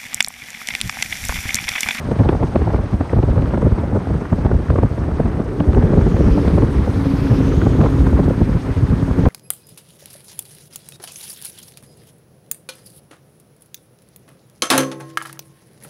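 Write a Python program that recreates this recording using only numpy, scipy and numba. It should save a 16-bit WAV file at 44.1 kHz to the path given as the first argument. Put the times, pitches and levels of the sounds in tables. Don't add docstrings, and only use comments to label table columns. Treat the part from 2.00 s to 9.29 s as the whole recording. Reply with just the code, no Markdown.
import sys
import numpy as np
from scipy import signal
from scipy.fft import rfft, irfft
from scipy.io import wavfile
from scipy.ndimage import uniform_filter1d
from numba import njit

SR = 44100
rng = np.random.default_rng(int(sys.argv[2]) if len(sys.argv) > 2 else 0)


def dump(signal):
    limited = np.clip(np.atleast_2d(signal).T, -1, 1)
    pcm = np.round(limited * 32767).astype(np.int16)
    wavfile.write(sys.argv[1], SR, pcm)


N = 321394

# (time [s], length [ms], thud level [dB], flap level [dB], crackle level [dB])
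EDDY_BLOWS = [(0.118, 8.6, -14, -8.5, -16), (0.166, 14, -24, -19, -27), (0.208, 32, -5.5, -8.5, -25),
              (0.259, 23, -10.5, -29, -19.5), (0.294, 6.1, -13, -0.5, -13), (0.33, 13, -16, -13.5, -21),
              (0.352, 8.2, -21, -21, -20), (0.405, 6.3, -17, -20, -27), (0.433, 43, -15, -12.5, -17.5),
              (0.561, 18, -16, -4.5, -16), (0.622, 26, -12.5, -16.5, -21.5), (0.678, 9.9, -18, -28, -14.5),
              (0.745, 40, -17, -18, -19.5), (0.79, 20, -24, -18, -25), (0.84, 16, -19.5, -23, -28),
              (0.939, 20, -9.5, -23.5, -42), (1.011, 31, -16.5, -12.5, -29), (1.134, 5.9, -13, -5.5, -20),
              (1.168, 14, -6.5, -16, -23), (1.19, 16, -10.5, -14, -20), (1.236, 19, -12.5, -12, -20),
              (1.291, 24, -7, -22, -20), (1.379, 38, -10, -17, -20.5), (1.425, 10, -23, -21, -26),
              (1.475, 11, -22, -24, -25), (1.545, 35, -13, -14, -23.5), (1.578, 11, -19, -19, -24),
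              (1.631, 12, -26, -12, -13.5), (1.669, 44, -13, -10.5, -20.5), (1.721, 12, -4.5, -14, -25),
              (1.785, 17, -17, -15, -23), (1.84, 17, -14, -14, -25), (1.925, 14, -13.5, -20, -28),
              (1.965, 33, -13.5, -15.5, -15.5), (2.073, 8.5, -18, -15, -27), (2.11, 23, -16, -16, -22.5),
              (2.153, 12, -17, -18, -26), (2.223, 17, -28, -19, -25), (2.33, 12.4, -5, -10.5, -18.5),
              (2.39, 22, -17, -16, -26), (2.457, 11, -7, -7, -18.5), (2.516, 17, -15, -12, -33),
              (2.549, 22, -6.5, -24, -22.5), (2.605, 14, -21, -21, -28), (2.708, 20, -6, -14, -20),
              (2.731, 5.8, -17, -18, -26), (2.742, 7.4, -17, -15, -21), (2.762, 7.6, -15, -14, -14),
              (2.787, 13, -12.5, -7, -15), (2.834, 14.5, -10, -5.5, -17), (2.85, 22, -11, -20, -33),
              (2.915, 8.6, -17.5, -28, -37), (2.934, 12, -24, -24, -30), (2.984, 12, -18.5, -20, -21),
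              (3.085, 33, -23, -21.5, -26), (3.203, 6.6, -22, -12, -12), (3.259, 23, -10.5, -19, -26),
              (3.404, 43, -32, -12.5, -22.5), (3.607, 12.5, -12, -7, -12), (3.695, 43, -6.5, -31, -21),
              (3.775, 23, -6, -5, -13.5), (3.842, 9.6, -8, -22, -33), (3.938, 14, -12, -9, -13),
              (3.982, 19, -7.5, -9, -17), (4.072, 13, -11, -25, -26), (4.146, 9.6, -18, -6, -33),
              (4.208, 13, -13, -8.5, -20), (4.279, 65, -8.5, -15, -33), (4.381, 11.4, -17, -6.5, -16),
              (4.481, 11, -20, -6.5, -30), (4.534, 27, -12.5, -11, -27), (4.581, 21, -15, -8, -12.5),
              (4.634, 55, -10.5, -10, -22), (4.789, 56, -10, -14, -30), (4.876, 40, -25, -18, -21),
              (4.965, 12, -14, -15.5, -39), (5.139, 11, -14, -24, -46), (5.221, 8.6, -9.5, -24, -38),
              (5.32, 15, -4, -11, -33), (5.409, 15, -15, -19, -15), (5.517, 8.3, -11.5, -14, -44),
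              (5.579, 8.1, -5, -8, -26), (5.623, 5.6, -10, -6.5, -22), (5.666, 16, -10.5, -6, -28),
              (5.806, 100, -11.5, -10, -25), (5.85, 74, -19, -12.5, -15), (6.007, 14, -7, -12, -38),
              (6.071, 22, -10, -9, -32), (6.134, 8.3, -9, -25, -15.5), (6.198, 22, -10, -11, -12),
              (6.256, 7.3, -9.5, -13, -36), (6.281, 7.2, -8, -9, -37), (6.309, 13.4, -16, -10, -16),
              (6.418, 18, -5, -12.5, -21.5), (6.495, 15, -18, -10, -35), (6.558, 24, -12.5, -24, -35),
              (6.69, 60, -18, -22, -27), (6.773, 16, -10, -36, -22), (6.837, 15, -7, -32, -42),
              (6.927, 75, -10, -23, -49), (7.028, 6.2, -9, -13, -37), (7.113, 14, -10.5, -8, -27),
              (7.191, 8.3, -11, -24, -19), (7.263, 100, -8.5, -11.5, -17)]
# (centre [Hz], width [Hz], share of the eddy's length [0-1], added length [ms], lag [ms])
EDDY_PARTS = [(73.4, 109, 0.85, 9.1, 2.5), (236.7, 219, 0.36, 0.78, 0.53), (499, 326, 0.55, 3.1, -1.5)]
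GRAIN_DB = 4.5
SMALL_PER_S, SMALL_MS, SMALL_THUD_DB, SMALL_FLAP_DB, SMALL_SCATTER_DB = 14, 11.3, 0, 0, 3
SMALL_CRACKLE_DB, CRACKLE_DULLS = -11, 1


def small_eddies():
    s, size, *chance = scattered(SMALL_PER_S, size=4).T
    gust = gust_db(s)
    crackle_db = SMALL_CRACKLE_DB - CRACKLE_DULLS * np.maximum(gust - CALM_DB, 0)
    parts_db = (SMALL_THUD_DB, SMALL_FLAP_DB, crackle_db)
    levels = [gust + db + SMALL_SCATTER_DB * c for db, c in zip(parts_db, chance)]
    return np.transpose([s, SMALL_MS * np.exp(0.25 * size), *levels])


def buffets():
    eddies = np.vstack([EDDY_BLOWS, small_eddies()])
    out = np.zeros(N)
    for part, (hz, width, share, more_ms, lag_ms) in enumerate(EDDY_PARTS):
        air = band(hz, width) * undb(min(part, 1) * GRAIN_DB * walk(180))
        for s, ms, *dbs in eddies:
            half = int((share * ms + more_ms) * SR / 1000)
            k = np.arange(-half, half)
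            swell = np.cos(np.pi / 2 * k / half) ** 2
            add(out, air, k + int((s + lag_ms / 1000) * SR), swell, dbs[part])
    return out


# (time [s], nominal peak [dB], snap [dB re peak], pitch [Hz], decay [ms])
EDGE_POPS = [(0.113, -9, -14, 565, 3.9), (0.19, -10.5, -17, 610, 10), (0.288, -6, -7.5, 570, 4.9),
             (0.327, -13, -34, 630, 5.7), (0.43, -8, -34, 790, 3.7), (0.467, -21, -10, 900, 3),
             (0.549, -17, -30, 600, 3.3), (0.556, -7, -12, 566, 3.5), (0.614, -15, -27, 565, 5),
             (0.679, -28, -26, 719, 5), (0.702, -10, -32, 627, 4.5), (0.711, -23, -17, 905, 3),
             (0.741, -12, -40, 805, 7.8), (1.008, -10, -24, 596, 5.5), (1.092, -24, -17, 1200, 3),
             (1.128, -18, -29, 600, 7.1), (1.184, -22, -23, 600, 4), (1.227, -10, -17, 600, 4.5),
             (1.358, -17, -16, 592, 5.4), (1.375, -16, -28, 600, 4), (1.42, -21, -3, 1300, 3),
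             (1.456, -19, -8, 1150, 3), (1.49, -28, -11, 1200, 3), (1.507, -16, -17, 573, 4.3),
             (1.541, -14, -12, 1410, 3.3), (1.574, -12.5, -24, 794, 4), (1.617, -12, -33, 662, 5),
             (1.668, -25, -24, 600, 5), (1.72, -26, -28, 961, 5), (1.795, -26, -20, 900, 4),
             (1.838, -29, -22, 800, 3.7), (1.949, -23, -25, 654, 5), (2.325, -23, -32, 786, 5),
             (2.448, -12, -18, 610, 5), (2.462, -7, -20, 700, 4), (2.699, -12, -20, 990, 6.3),
             (2.757, -10, -30, 616, 5.8), (2.781, -17, -22, 890, 3.3), (2.826, -20, -10, 900, 5),
             (2.862, -33, -10, 900, 3), (2.979, -29, -28, 604, 3.5), (3.201, -25, -33.5, 552, 4.3),
             (3.255, -12.5, -26, 600, 5), (3.316, -24, -9, 1400, 3), (3.601, -11.5, -8, 570, 4.1),
             (3.73, -14, -12, 1200, 3), (3.746, -12, -11, 880, 2.6), (3.823, -7, -20, 649, 5),
             (3.922, -19, -20, 1050, 5), (4.01, -11, -28, 597, 4), (4.07, -28, -25, 813, 5),
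             (4.115, -20, -14, 1200, 2.7), (4.163, -10, -24, 573, 5.7), (4.479, -10, -13, 674, 6),
             (4.58, -11, -31, 552, 11), (4.619, -4.5, -29, 584, 3), (4.862, -13.5, -27, 552, 4.3),
             (5.519, -15.5, -20, 1220, 6.1), (5.614, -10, -25, 1400, 4.1), (5.66, -14, -22, 930, 5.7),
             (5.802, -11, -22, 650, 4), (5.811, -9, -12, 1100, 4), (5.838, -9, -14, 895, 5),
             (5.858, -10.5, -28, 930, 13), (5.882, -18, -21, 900, 5), (6.044, -25, -14, 1410, 3),
             (6.065, -10, -28, 864, 7.9), (6.19, -10, -35, 584, 4.6), (7.108, -17, -23, 670, 4.6),
             (7.254, -6.5, -16, 880, 5)]
POP_WIDTH_HZ, POP_TOP_HZ = 550, 3020
SNAP_HZ, SNAP_WIDTH_HZ, SNAP_TOP_HZ = 2530, 2500, 4470
SNAP_LEAD_MS = 1.6
POP_PEAK_MS, POP_RISE_SHARE = 3.35, 0.6
POP_CREST_DB, SNAP_CREST_DB = 10, 11
TICKS_PER_S, TICK_DB, TICK_SCATTER_DB, TICK_SNAP_DB = 28, -25.5, 4.5, -23.5
TICK_HZ, TICK_DECAY_MS = 830, 2
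TICKS_DROWN = 0.43


def ticks():
    s, loud, bright, high = scattered(TICKS_PER_S, size=3).T
    stream_db = np.interp(s, *np.transpose(STREAM_LEVELS))
    peak_db = TICK_DB - TICKS_DROWN * (stream_db - CALM_DB) + TICK_SCATTER_DB * loud
    snap_db = TICK_SNAP_DB + TICK_SCATTER_DB * bright
    pitch_hz = TICK_HZ * np.exp(0.31 * high)
    return np.transpose([s, peak_db, snap_db, pitch_hz, np.full(len(s), TICK_DECAY_MS)])


def pops():
    rows = np.vstack([EDGE_POPS, ticks()])
    rows = rows[np.argsort(rows[:, 0])]
    latest = np.maximum(np.searchsorted(rows[:, 0], np.arange(N) / SR) - 1, 0)
    body_air = band(rows[latest, 3], POP_WIDTH_HZ)
    snap_air = band(SNAP_HZ, SNAP_WIDTH_HZ)
    bodies, snaps = np.zeros(N), np.zeros(N)
    k = np.arange(-SR // 50, SR // 25)
    ms = k * 1000 / SR - POP_PEAK_MS
    for s, db, snap_db, _, decay_ms in rows:
        swell = 1 / np.cosh(2 * ms / (decay_ms * np.where(ms < 0, POP_RISE_SHARE, 1)))
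        add(bodies, body_air, k + int(s * SR), swell, db - POP_CREST_DB)
        snap_at = k + int((s - SNAP_LEAD_MS / 1000) * SR)
        add(snaps, snap_air, snap_at, swell ** 2, db + snap_db - SNAP_CREST_DB)
    return low(bodies, POP_TOP_HZ, order=2) + low(snaps, SNAP_TOP_HZ, order=2)


# (time [s], level [dB])
STREAM_LEVELS = [(0.0, -19.5), (0.16, -24.5), (0.3, -18.5), (0.85, -22), (0.95, -23), (1.38, -22.5),
                 (2.29, -19), (2.7, -25.5), (2.9, -24), (3.65, -15.5), (3.84, -16), (4.1, -17), (4.93, -20),
                 (5.62, -18), (6.21, -17), (6.54, -22.5), (6.88, -21), (7.29, -20)]
# (time [s], twice the standard deviation [ms], change [dB])
STREAM_LULLS = [(0.027, 18, -9), (0.517, 70, -8), (0.886, 73, -3), (1.073, 44, -9), (1.874, 56, -7.5),
                (2.047, 72, -4), (2.197, 36, -6), (2.294, 79, -9), (2.675, 30, -0.5), (2.889, 37, -5),
                (2.958, 23, -4), (3.531, 320, -8.5), (6.624, 35, -3), (6.742, 23, -20), (6.973, 39, -2)]
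CALM_DB = -26.5


def gust_db(s):
    lulls = sum(db * np.exp(-((s - at) * 1000 / ms) ** 2 * 2) for at, ms, db in STREAM_LULLS)
    return np.interp(s, *np.transpose(STREAM_LEVELS)) + lulls


RUMBLE_DB, RUMBLE_HZ, RUMBLE_WIDTH_HZ = 0.5, 67, 135
FLUTTER_DB, FLUTTER_HZ, FLUTTER_WIDTH_HZ = -7, 222, 326
RUSTLE_DB, RUSTLE_FOLLOWS = -37.5, 0.6


def stream():
    gust = gust_db(np.arange(N) / SR)
    shake, crackle = walk(30), walk(200)
    rumble_db = gust + RUMBLE_DB + 0.87 * walk(18) + 1.54 * shake
    rumble = undb(rumble_db) * band(RUMBLE_HZ, RUMBLE_WIDTH_HZ)
    flutter = undb(gust + FLUTTER_DB + 2.5 * shake) * band(FLUTTER_HZ, FLUTTER_WIDTH_HZ)
    flicker_db = 0.8 * shake + 3.5 * crackle
    rustle = undb(RUSTLE_DB + RUSTLE_FOLLOWS * (gust - CALM_DB) + flicker_db) * band(910, 2900)
    return rumble + flutter + rustle


# (time [s], roar level [dB], swish level [dB], treble level [dB], hum level [dB])
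LORRY_LEVELS = [(3.3, -22, -85, -89, -32), (3.7, -23.5, -65, -70, -30.5), (3.95, -21.5, -56, -78, -36),
                (4.1, -23, -51, -67, -38), (4.4, -21, -46.5, -66, -23), (4.62, -21, -52.5, -71, -31),
                (4.75, -28, -56, -68, -31), (5.2, -36.5, -46, -58, -25), (5.5, -25, -46.5, -62, -25),
                (5.8, -29, -51, -64, -23.5), (6.0, -29, -54, -62, -24.5), (6.4, -43, -63, -66, -32),
                (7.29, -36, -57, -66, -23.5)]
# (width [Hz], level [dB re swish])
COMB_TEETH = [(900, -2.5), (1300, -6.5)]
PASSES_S, NEAREST_M, CLOSING_M_S, LEAVING_M_S = 4.77, 9.5, 19, 16
FADE_IN_S = .25
ECHO_LAG_MS, SWISH_TOP_HZ, TOOTH_TOP_HZ = .52, 7300, 3300
HUM_HZ, WHINE_HZ = 279.5, 10750
HUM_WOBBLE, HUM_ROUGH_DB = .006, -3
WHINE_FROM_S, WHINE_TO_S, WHINE_FADE_S = 4.15, 5.25, .15
WHINE_DB, WHINE_DB_PER_S = -65.5, 3


def lorry_swish(metres, swish_db, treble_db):
    swish = low(band(2250, 4400), SWISH_TOP_HZ, order=4)
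    tooth_hz = np.minimum(1000 / ECHO_LAG_MS * metres / NEAREST_M, TOOTH_TOP_HZ)
    teeth = sum(undb(db) * band(k * tooth_hz, width) for k, (width, db) in enumerate(COMB_TEETH, start=1))
    hiss = band(11100, 6000)
    treble = hiss - low(hiss, 7200, order=4)
    return flicker(undb(swish_db) * (swish + teeth) + undb(treble_db) * treble)


def lorry_hum(doppler, hum_db):
    hum_hz = HUM_HZ * doppler * (1 + HUM_WOBBLE * walk(10))
    tone = unit(np.sin(2 * np.pi * np.cumsum(hum_hz) / SR))
    return undb(hum_db + 2.65 * walk(12)) * (tone + undb(HUM_ROUGH_DB) * band(hum_hz, 25))


def lorry_whine(t, doppler):
    alongside = np.clip(np.minimum(t - WHINE_FROM_S, WHINE_TO_S - t) / WHINE_FADE_S, 0, 1)
    level_db = WHINE_DB + WHINE_DB_PER_S * (t - PASSES_S) + 3 * walk(70)
    return alongside * undb(level_db) * band(WHINE_HZ * doppler * (1 + .004 * walk(20)), 450)


def lorry():
    roar_db, swish_db, treble_db, hum_db = curves(LORRY_LEVELS)
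    t = np.arange(N) / SR
    speed = np.where(t < PASSES_S, CLOSING_M_S, LEAVING_M_S)
    along = speed * (t - PASSES_S)
    metres = np.hypot(along, NEAREST_M)
    doppler = 1 - speed * along / metres / 343
    roar = undb(roar_db + 1.4 * walk(23)) * low(band(404, 420), 594, order=4)
    swish = lorry_swish(metres, swish_db, treble_db)
    tones = lorry_hum(doppler, hum_db) + lorry_whine(t, doppler)
    fade_in = np.clip((t - LORRY_LEVELS[0][0]) / FADE_IN_S, 0, 1)
    return fade_in * (roar + swish + tones)


# (frequency [Hz], density [dB per Hz])
RUSH_SPECTRUM = [(400, -18.5), (700, -16), (1000, -22), (1340, -26), (2000, -30), (2700, -36.5),
                 (4300, -41), (6370, -45.5), (7280, -50), (8330, -45.5), (9300, -49), (10200, -55.5),
                 (14300, -63.5)]
# (time [s], gain [dB])
RUSH_GAIN = [(0, 4), (1, 1.5), (3.4, 1), (4.5, 5.5), (6, 5), (7.29, 5)]
RUSH_DB = -38.5


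def rush():
    hz, db = np.transpose(RUSH_SPECTRUM)
    bins = np.maximum(np.fft.rfftfreq(N, 1 / SR), 1)
    bass_fall = np.minimum(bins / hz[0], 1) ** 2
    colour = undb(np.interp(np.log(bins), np.log(hz), db)) * bass_fall
    roar = unit(irfft(rfft(rng.standard_normal(N)) * colour, N))
    return flicker(roar) * undb(RUSH_DB + curves(RUSH_GAIN)[0])


FLICKER_DB = 2.0


def flicker(x):
    out, below = 0, 0
    for top_hz in (1500, 2800, 5000, 7300, 9800, 12500, 20000):
        upto = low(x, top_hz, order=4)
        out = out + (upto - below) * undb(FLICKER_DB * walk(85))
        below = upto
    return out


def undb(db):
    return 10 ** (np.asarray(db) / 20)


def unit(x):
    return x / np.sqrt(np.mean(x ** 2))


def curves(table):
    s, *columns = np.transpose(table)
    return [np.interp(np.arange(N) / SR, s, c) for c in columns]


@njit
def svf(x, hz, width):
    y, b, l = np.empty(len(x)), 0., 0.
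    for i in range(len(x)):
        g, k = np.tan(np.pi * hz[i] / SR), width / hz[i]
        v = (b + g * (x[i] - l)) / (1 + g * (g + k))
        b, l, y[i] = 2 * v - b, l + 2 * g * v, k * v
    return y


def band(hz, width):
    hz = np.full(N, 1.) * hz
    once = svf(rng.standard_normal(N), hz, 1. * width)
    return unit(svf(once, hz, 1. * width))


def walk(rate):
    k = int(SR / rate)
    held = np.repeat(rng.standard_normal(N // k + 1), k)
    return unit(uniform_filter1d(uniform_filter1d(held, k), k)[:N])


def low(x, hz, order):
    return signal.sosfiltfilt(signal.butter(order, hz, fs=SR, output="sos"), x)


def scattered(per_s, size):
    count = int(per_s * N / SR)
    chance = rng.standard_normal((count, size))
    return np.column_stack([rng.uniform(0, N / SR, count), chance])


def add(out, air, at, swell, db):
    inside = (at >= 0) & (at < N)
    at, swell = at[inside], swell[inside]
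    strength = np.sqrt(np.sum((air[at] * swell) ** 2) / np.sum(swell ** 2))
    out[at] += undb(db) * swell * air[at] / strength


EDDY_TOP_HZ = 1617


def scene():
    eddies = low(buffets() + stream(), EDDY_TOP_HZ, order=2)
    return (eddies + pops() + lorry() + rush())[None]


# (centre [Hz], width [Hz])
CASE_DIPS = [(686, 575), (7440, 690)]
# (time [s], lower depth [0-1], upper depth [0-1])
CASE_DIP_DEPTHS = [(0, 0.19, 0.43), (3.4, 0.3, 0.43), (4.2, .5, .45), (5.2, 0.57, .25), (7.29, 0.52, 0.4)]
CEILING, KNEE = .66, 5.
SPLIT_HZ, TOP_HZ = 2000, 15150


def record(dry):
    x = signal.sosfilt(signal.butter(4, 38, "highpass", fs=SR, output="sos"), dry[0])
    for (hz, width), depth in zip(CASE_DIPS, curves(CASE_DIP_DEPTHS)):
        x = x - depth * svf(x, np.full(N, 1. * hz), 1. * width)
    bass = low(x, SPLIT_HZ, order=2)
    held = bass / (1 + np.abs(bass / CEILING) ** KNEE) ** (1 / KNEE)
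    x = x - bass + low(held, 2 * SPLIT_HZ, order=2)
    return signal.sosfilt(signal.ellip(10, .2, 80, TOP_HZ, fs=SR, output="sos"), x)[None]


dry = scene()
out = record(dry)
dump(out)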